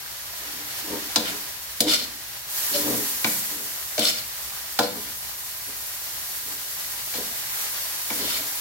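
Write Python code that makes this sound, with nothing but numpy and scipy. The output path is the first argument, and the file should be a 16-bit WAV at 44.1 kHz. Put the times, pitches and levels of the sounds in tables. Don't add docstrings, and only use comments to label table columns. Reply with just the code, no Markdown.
import sys
import numpy as np
from scipy import signal
from scipy.fft import rfft, irfft, next_fast_len
from scipy.io import wavfile
from scipy.ndimage import map_coordinates

SR = 44100
rng = np.random.default_rng(int(sys.argv[2]) if len(sys.argv) > 2 else 0)


def bounce(signal):
    frames = np.transpose(np.atleast_2d(signal))
    limited = np.clip(frames, -1, 1)
    pcm = np.round(limited * 32767).astype(np.int16)
    wavfile.write(sys.argv[1], SR, pcm)


N = 379361


# (f/Hz, relative density/dB per Hz)
FIZZ_SPECTRUM = [(1500, -42), (4000, -11), (6500, -4), (8500, -5), (10500, -2), (12200, 0.5), (14000, -0.2),
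                 (16000, -3.5)]
# (f/Hz, relative density/dB per Hz)
BUBBLING_SPECTRUM = [(100, -23), (300, -9.5), (550, -5), (900, -2), (1400, 1), (1900, 0), (2600, 0.5),
                     (3600, 1.5), (5500, 0.5), (8500, -9.5), (16000, -22.5)]


def sizzle():
    fizz_db, bubbling_db = frying()
    flutter_db = 0.43 * wobble(14)

    fine = rng.standard_normal((2, N)) + amp(-9.5) * bursts(rate=5000, spread_db=7, life=0.0028)
    fizz = coloured(paired(bowl(fine, echo_db=-26.5)), FIZZ_SPECTRUM)
    fizz_gain = amp(fizz_db + 0.72 + flutter_db + 0.65 * wobble(40))

    coarse = rng.standard_normal((2, N)) + amp(-4) * bursts(rate=1800, spread_db=2.5, life=0.0048)
    bubbling = coloured(paired(bowl(coarse, echo_db=-20.5)), BUBBLING_SPECTRUM)
    bubbling_gain = amp(bubbling_db - 1.5 + flutter_db + 0.58 * wobble(25))
    return fizz_gain * fizz + bubbling_gain * bubbling


# (start t/s, rise t/s, hold t/s, relative fizz level/dB, relative bubbling level/dB, drying rate/dB per s)
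FLARE_EVENTS = [(0.0, 0.8, 0.38, -36, -35, 20), (0.68, 0.11, 0.02, -38, -43, 42),
                (1.3, 0.066, 0.02, -37, -42, 55), (2.465, 0.1, 0.31, -25.5, -32, 8.5),
                (3.24, 0.035, 0.01, -26, -42, 63), (3.953, 0.44, 0.19, -38, -41, 14),
                (4.88, 0.1, 0.14, -37, -59, 0), (5.713, 0.056, 0.41, -36, -41, 0.5),
                (6.3, 0.82, 0.36, -35, -37.5, 3), (7.467, 0.091, 0.12, -32.5, -37, 10),
                (8.07, 0.066, 0.04, -30.5, -35, 19)]
REST_FIZZ_DB, REST_BUBBLING_DB = -37, -38


def frying():
    t = np.arange(N) / SR
    power = amp([[REST_FIZZ_DB], [REST_BUBBLING_DB]]) ** 2
    for start, rise, hold, fizz_db, bubbling_db, drying in FLARE_EVENTS:
        onset = np.clip((t - start) / rise, 0, 1)
        drying_time = np.maximum(t - start - rise - hold, 0)
        flare = onset * amp(-drying * drying_time)
        power = power + (amp([[fizz_db], [bubbling_db]]) * flare) ** 2
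    return 10 * np.log10(power)


def bursts(rate, spread_db, life, count=3):
    t = np.arange(SR // 100) / SR
    total = 0
    for _ in range(count):
        smear = rng.standard_normal((2, len(t))) * amp(-60 * t / life)
        total = total + through(impulses(rate / count, spread_db), smear)
    return unit(total)


def bowl(x, echo_db, count=8):
    taps = np.zeros((2, SR // 150))
    for side in taps:
        delays = rng.integers(SR // 2000, len(side), count)
        side[delays] = amp(echo_db) * rng.choice([-1, 1], count)
    return x + through(x, taps)


# (t/s, f/Hz, relative peak level/dB)
LOUD_POPS = [(0.062, 1600, -28), (.627, 2100, -37), (6.346, 1490, -31)]


def pops(pitch_hz=2600, size_db=-43, cycles=28, count=240):
    out, t = np.zeros((2, N)), np.arange(SR // 25) / SR
    faint = [(u * N / SR, pitch_hz * 4 ** (2 * v - 1), size_db + 8 * w ** 3)
             for u, v, w in rng.random((count, 3))]
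    for s, hz, db in [*LOUD_POPS, *faint]:
        ping = np.sin(2 * np.pi * (hz * t + rng.random((2, 1))))
        add(out, s, amp(db - 60 * t * hz / cycles) * ping)
    return kitchen(out, wet_db=-9)


# (t/s, then relative levels of
# boom level/dB, bong level/dB, clang level/dB, clack level/dB, crack level/dB, tick level/dB)
KNOCK_EVENTS = [(1.159, -32, -30.5, -29.5, -28, -18.5, -30), (1.8044, -31.5, -30, -43, -30.5, -20, -22),
                (3.244, -33, -34.5, -29, -24, -26.5, -39), (3.979, -34, -29.5, -40, -33.5, -29.5, -48),
                (3.992, -47, -44, -41, -34, -26.5, -29.5), (4.789, -31, -23.5, -22.5, -27.5, -23.5, -29.5),
                (7.138, -49, -42.5, -45, -42, -44, -48), (8.102, -40, -40, -36.5, -34, -39, -45)]
# (lower f/Hz, upper f/Hz)
MODE_FAMILIES = [(100, 380), (380, 780), (780, 1700), (1700, 2800), (2800, 7800), (7800, 16000)]


def knocks(chatter=0.0029, clink_db=22):
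    out, t = np.zeros((2, N)), np.arange(SR // 2) / SR
    for s, *levels in KNOCK_EVENTS:
        ring = wok(dense_db=19.5, dense_t60=0.04, scatter_db=0.5) + amp(clink_db) * ladle_ring(t)
        ring = ring * np.sqrt(1 - np.exp(-t / chatter))
        for band, db in zip(MODE_FAMILIES, levels):
            family = signal.sosfilt(signal.butter(3, band, "band", fs=SR, output="sos"), ring)
            strike_rms = np.std(family[:, :SR // 40])
            add(out, s, amp(db) * family / strike_rms)
    return kitchen(amp(1) * out, wet_db=-7.5)


# (f/Hz, relative level/dB, t60/s)
WOK_MODES = [(125.3, -4, 0.41), (189.7, -4, 0.3), (214.9, -0.5, 0.31), (230.8, 0.5, 0.22), (273, -6, .25),
             (301.5, 3.5, 0.24), (325, 0, 0.17), (384, -9.5, 0.2), (471, -5, 0.28), (496.3, 1, 0.28),
             (582.4, 0, 0.23), (689, -2.5, 0.21), (742, 0.5, 0.1), (874, -0.5, 0.089), (1008, -0.5, .13),
             (1372, -10.5, 0.17), (1492, -5, 0.094), (2290, 18.5, 0.021), (3000, -28, 0.14),
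             (3480, 1, 0.11), (3870, 4.5, 0.097), (4240, -6, 0.078), (4830, 5, 0.062), (5364, 4, 0.05)]


def wok(dense_db, dense_t60, scatter_db=2.0, port_hz=1500):
    t = np.arange(SR // 2) / SR
    ring = amp(dense_db - 60 * t / dense_t60) * paired(rng.standard_normal((2, len(t))))
    for hz, db, t60 in WOK_MODES:
        lag = np.array([[1], [-1]]) * rng.choice([-1, 1]) * min(hz / port_hz, 1) * np.pi / 4
        level_db = db + scatter_db * rng.standard_normal() - 60 * t / t60
        ring += rng.choice([-1, 1]) * amp(level_db) * np.sin(2 * np.pi * hz * t + lag)
    return ring


# (f/Hz, width f/Hz, relative level/dB)
LADLE_RESONANCES = [(670, 120, -13), (1460, 150, -11.5), (2360, 400, -8), (3094, 310, -6),
                    (3596, 260, -2.5), (4234, 194, -1.5), (4760, 144, -5), (5300, 200, -6.5),
                    (6200, 100, -10.5), (7050, 260, -7), (7900, 280, -9), (9200, 350, -23),
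                    (10030, 95, -11.5), (10900, 480, -8), (13400, 2500, -11)]


def ladle_ring(t):
    brief = t[:SR // 25]
    clink = 0
    for hz, width, db in LADLE_RESONANCES:
        tone = np.sin(2 * np.pi * (hz * brief + rng.random((2, 1))))
        clink = clink + amp(db) * np.exp(-np.pi * width * brief) * tone
    return np.pad(clink, ((0, 0), (0, len(t) - len(brief))))


def scrapes(favour_db=6, reach=0.2, waver_db=3.5):
    pressure, contact_hz = edge()
    slips = impulses(rate=9000, spread_db=1.0) * amp(0.64 * wobble(220))
    paths = rng.standard_normal((2, N)) * slips
    rasp, power = np.zeros((2, N)), np.zeros(N)
    waver = wobble(70)
    for hz, width, db in LADLE_RESONANCES:
        favour = np.exp(-(np.log(hz / contact_hz) / reach) ** 2)
        own_waver = np.roll(waver, rng.integers(N))
        gain = amp(db + favour_db * favour + waver_db * own_waver)
        rasp += gain * unit(signal.lfilter(*signal.iirpeak(hz, hz / width, SR), paths))
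        power += gain ** 2
    return kitchen(amp(1.5) * pressure * unit(rasp / np.sqrt(power)), wet_db=-9.0)


# (start t/s, swell t/s, bite t/s,
# trail t/s, relative level/dB, favoured f/Hz at first, favoured f/Hz at the end of the bite)
SCRAPE_EVENTS = [(1.238, 0.02, 0.042, 0.002, -32, 3900, 1500),
                 (1.862, 0.037, 0.054, 0.079, -20, 3100, 4500),
                 (2.72, 0.031, 0.015, 0.05, -26.5, 4300, 4300),
                 (3.985, 0.065, 0.045, 0.087, -21, 2900, 5830),
                 (4.81, 0.014, 0.025, 0.048, -32, 5000, 4700),
                 (7.13, 0.012, 0.022, 0.02, -34.5, 4300, 4300), (8.17, 0.13, 0.075, 0.015, -30, 4800, 2200)]
LIFT_S, EDGE_FADE_S = 0.024, 0.012
TRAIL_HZ = 4300
ENTRY_DB, TRAIL_DB, CATCH_DB = -11, -12.5, -11


def edge():
    t = np.arange(N) / SR
    pressure, contact_hz = np.zeros(N), np.full(N, float(TRAIL_HZ))
    for s, swell, bite, trail, db, first_hz, last_hz in SCRAPE_EVENTS:
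        stages = s + np.cumsum([0, swell, bite, LIFT_S, trail])
        on = (t >= s) & (t < stages[-1])
        touch = np.minimum(np.minimum(t[on] - s, stages[-1] - t[on]) / EDGE_FADE_S, 1)
        stage_db = np.interp(t[on], stages, [ENTRY_DB, 0, 0, TRAIL_DB, CATCH_DB])
        pressure[on] += touch * amp(db + stage_db)
        contact_hz[on] = np.interp(t[on], [s, stages[2], stages[3]], [first_hz, last_hz, TRAIL_HZ])
    return pressure, contact_hz


# (greatest force t/s, rise t/s, fall t/s, relative level/dB)
SHOVE_EVENTS = [(0.56, 0.14, 0.1, -48), (0.935, 0.07, 0.045, -29.5), (1.22, 0.015, 0.035, -37),
                (1.33, 0.032, 0.034, -37), (1.87, 0.039, 0.033, -27.5), (2.02, 0.019, 0.027, -40),
                (2.78, 0.055, 0.057, -33), (2.89, 0.05, 0.11, -26.5), (3.6, 0.1, 0.049, -41),
                (4.975, 0.035, 0.026, -34.5), (5.685, 0.014, 0.03, -44), (6.49, 0.04, 0.058, -46.5),
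                (7.195, 0.015, 0.023, -32.5), (8.235, 0.054, 0.032, -33.5), (8.41, 0.048, 0.04, -46.5)]
# (f/Hz, relative level/dB)
CUSHIONED_FORCE = [(40, -20), (110, -3), (200, 3.5), (380, 3), (550, -2), (900, -3), (1500, -17),
                   (4000, -30), (12000, -50)]


def shoves():
    bumps = impulses(rate=1200, spread_db=3.5)
    ringing = through(bumps, wok(dense_db=28.5, dense_t60=0.059, scatter_db=1))
    rumble = coloured(ringing, CUSHIONED_FORCE)
    return kitchen(amp(-3) * swells(SHOVE_EVENTS) * rumble, wet_db=-5.5)


# (start t/s, length t/s, f/Hz, relative level/dB)
GROAN_EVENTS = [(0.836, 0.034, 312, -45), (1.854, 0.044, 298.6, -26), (2.735, 0.048, 580, -31.5),
                (3.97, 0.047, 622, -31.5), (8.369, 0.057, 640, -47)]


def groans():
    out = np.zeros(N)
    for s, length, hz, db in GROAN_EVENTS:
        t = np.arange(int(length * SR)) / SR
        judder = np.hanning(len(t)) * np.sin(2 * np.pi * hz * t)
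        add(out, s, amp(db) * unit(judder))
    return kitchen(out, wet_db=-7.5)


# (fastest sliding t/s, rise t/s, fall t/s, relative level/dB)
SQUELCH_EVENTS = [(0.5, 0.28, 0.5, -48), (1.29, 0.056, 0.05, -36.5), (2.8, 0.1, 0.13, -42),
                  (7.59, 0.12, 0.12, -39.5)]
# (f/Hz, relative density/dB per Hz)
WET_SPECTRUM = [(200, -19), (400, -13), (900, -9), (1450, 0), (2200, -1.5), (3500, -19), (8000, -24)]


def squelch():
    crackle = paired(bursts(rate=1400, spread_db=2, life=0.0028))
    return swells(SQUELCH_EVENTS) * coloured(crackle, WET_SPECTRUM)


def swells(rows):
    t = np.arange(N) / SR
    total = 0
    for s, rise, fall, db in rows:
        distance = np.abs(t - s) / np.where(t < s, rise, fall)
        total = total + amp(db) * np.exp(-np.minimum(distance, 10) ** 2)
    return total


# (f/Hz, relative density/dB per Hz)
BURNER_SPECTRUM = [(20, -25), (40, -14), (60, 5), (76, -2), (95, -3), (125, 0.5), (170, -10), (300, -15),
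                   (600, -47), (2000, -46)]


def burner():
    return amp(-56.5 + wobble(6)) * coloured(paired(rng.standard_normal((2, N))), BURNER_SPECTRUM)


# (f/Hz, t60/s)
KITCHEN_T60 = [(100, 0.68), (500, 0.44), (2000, 0.47), (6000, 0.34), (15000, 0.16)]


def kitchen(x, wet_db):
    _, t, z = signal.stft(noise := paired(rng.standard_normal((2, SR // 2))), SR, nperseg=256)
    hz = np.fft.rfftfreq(256, 1 / SR)
    decay = amp(-60 * t / along(KITCHEN_T60, hz)[:, None])
    tail = signal.istft(z * decay, SR, nperseg=256)[1]
    tail = np.pad(tail / np.linalg.norm(tail[0]), ((0, 0), (SR // 200, 0)))
    return x + amp(wet_db) * through(x, tail)


# (f/Hz, correlation)
LIKENESS = [(60, 0.76), (200, 0.69), (450, 0.76), (1200, 0.33), (2200, -0.11), (15000, -0.035)]


def paired(x):
    likeness = along(LIKENESS, np.fft.rfftfreq(x.shape[1], 1 / SR))
    turn = np.arccos(np.clip(likeness, -1, 1)) / 2
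    mid, side = irfft(rfft(x) * [np.cos(turn), np.sin(turn)], x.shape[1])
    return np.array([mid + side, mid - side])


def impulses(rate, spread_db):
    hits = (rng.random(N) < rate / SR) * rng.choice([-1, 1], N)
    return unit(hits * amp(spread_db * np.minimum(rng.standard_normal(N), np.pi)))


def wobble(rate):
    knots = rng.standard_normal(int(N * rate / SR) + 4)
    return map_coordinates(knots, [np.arange(N) * rate / SR])


def coloured(x, spectrum):
    return unit(filtered(x, lambda hz: amp(along(spectrum, hz))))


def filtered(x, response):
    m = next_fast_len(N + SR // 2)
    return irfft(rfft(x, m) * response(np.fft.rfftfreq(m, 1 / SR)), m)[..., :N]


def through(x, response):
    return signal.fftconvolve(np.atleast_2d(x), response, axes=1)[:, :N]


def add(track, s, sound):
    part = track[..., round(s * SR):][..., :sound.shape[-1]]
    part += sound[..., :part.shape[-1]]


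def along(points, hz):
    f, v = np.transpose(points)
    return np.interp(np.log(hz + 1), np.log(f), v)


def amp(db):
    return 10 ** (np.asarray(db) / 20)


def unit(x):
    return x / np.sqrt(np.mean(x ** 2) + 1e-20)


# (f/Hz, left minus right level/dB)
STEREO_LEAN = [(80, 5.5), (400, 2.5), (1300, 1.2), (5500, 0), (9000, 2), (13000, -1.5)]


def scene():
    steady = filtered(sizzle() + pops() + burner(),
                      lambda hz: amp(np.outer([.5, -.5], along(STEREO_LEAN, hz))))
    ladle = knocks() + scrapes() + shoves() + groans() + squelch()
    return steady + ladle * amp(np.array([[.5], [-.5]]) * 1.4)


TOP_HZ = 16000


def record(dry):
    rounded = dry / (1 + np.abs(dry / .95) ** 6) ** (1 / 6)
    return filtered(rounded, lambda hz: hz < TOP_HZ)


dry = scene()
out = record(dry)
bounce(out)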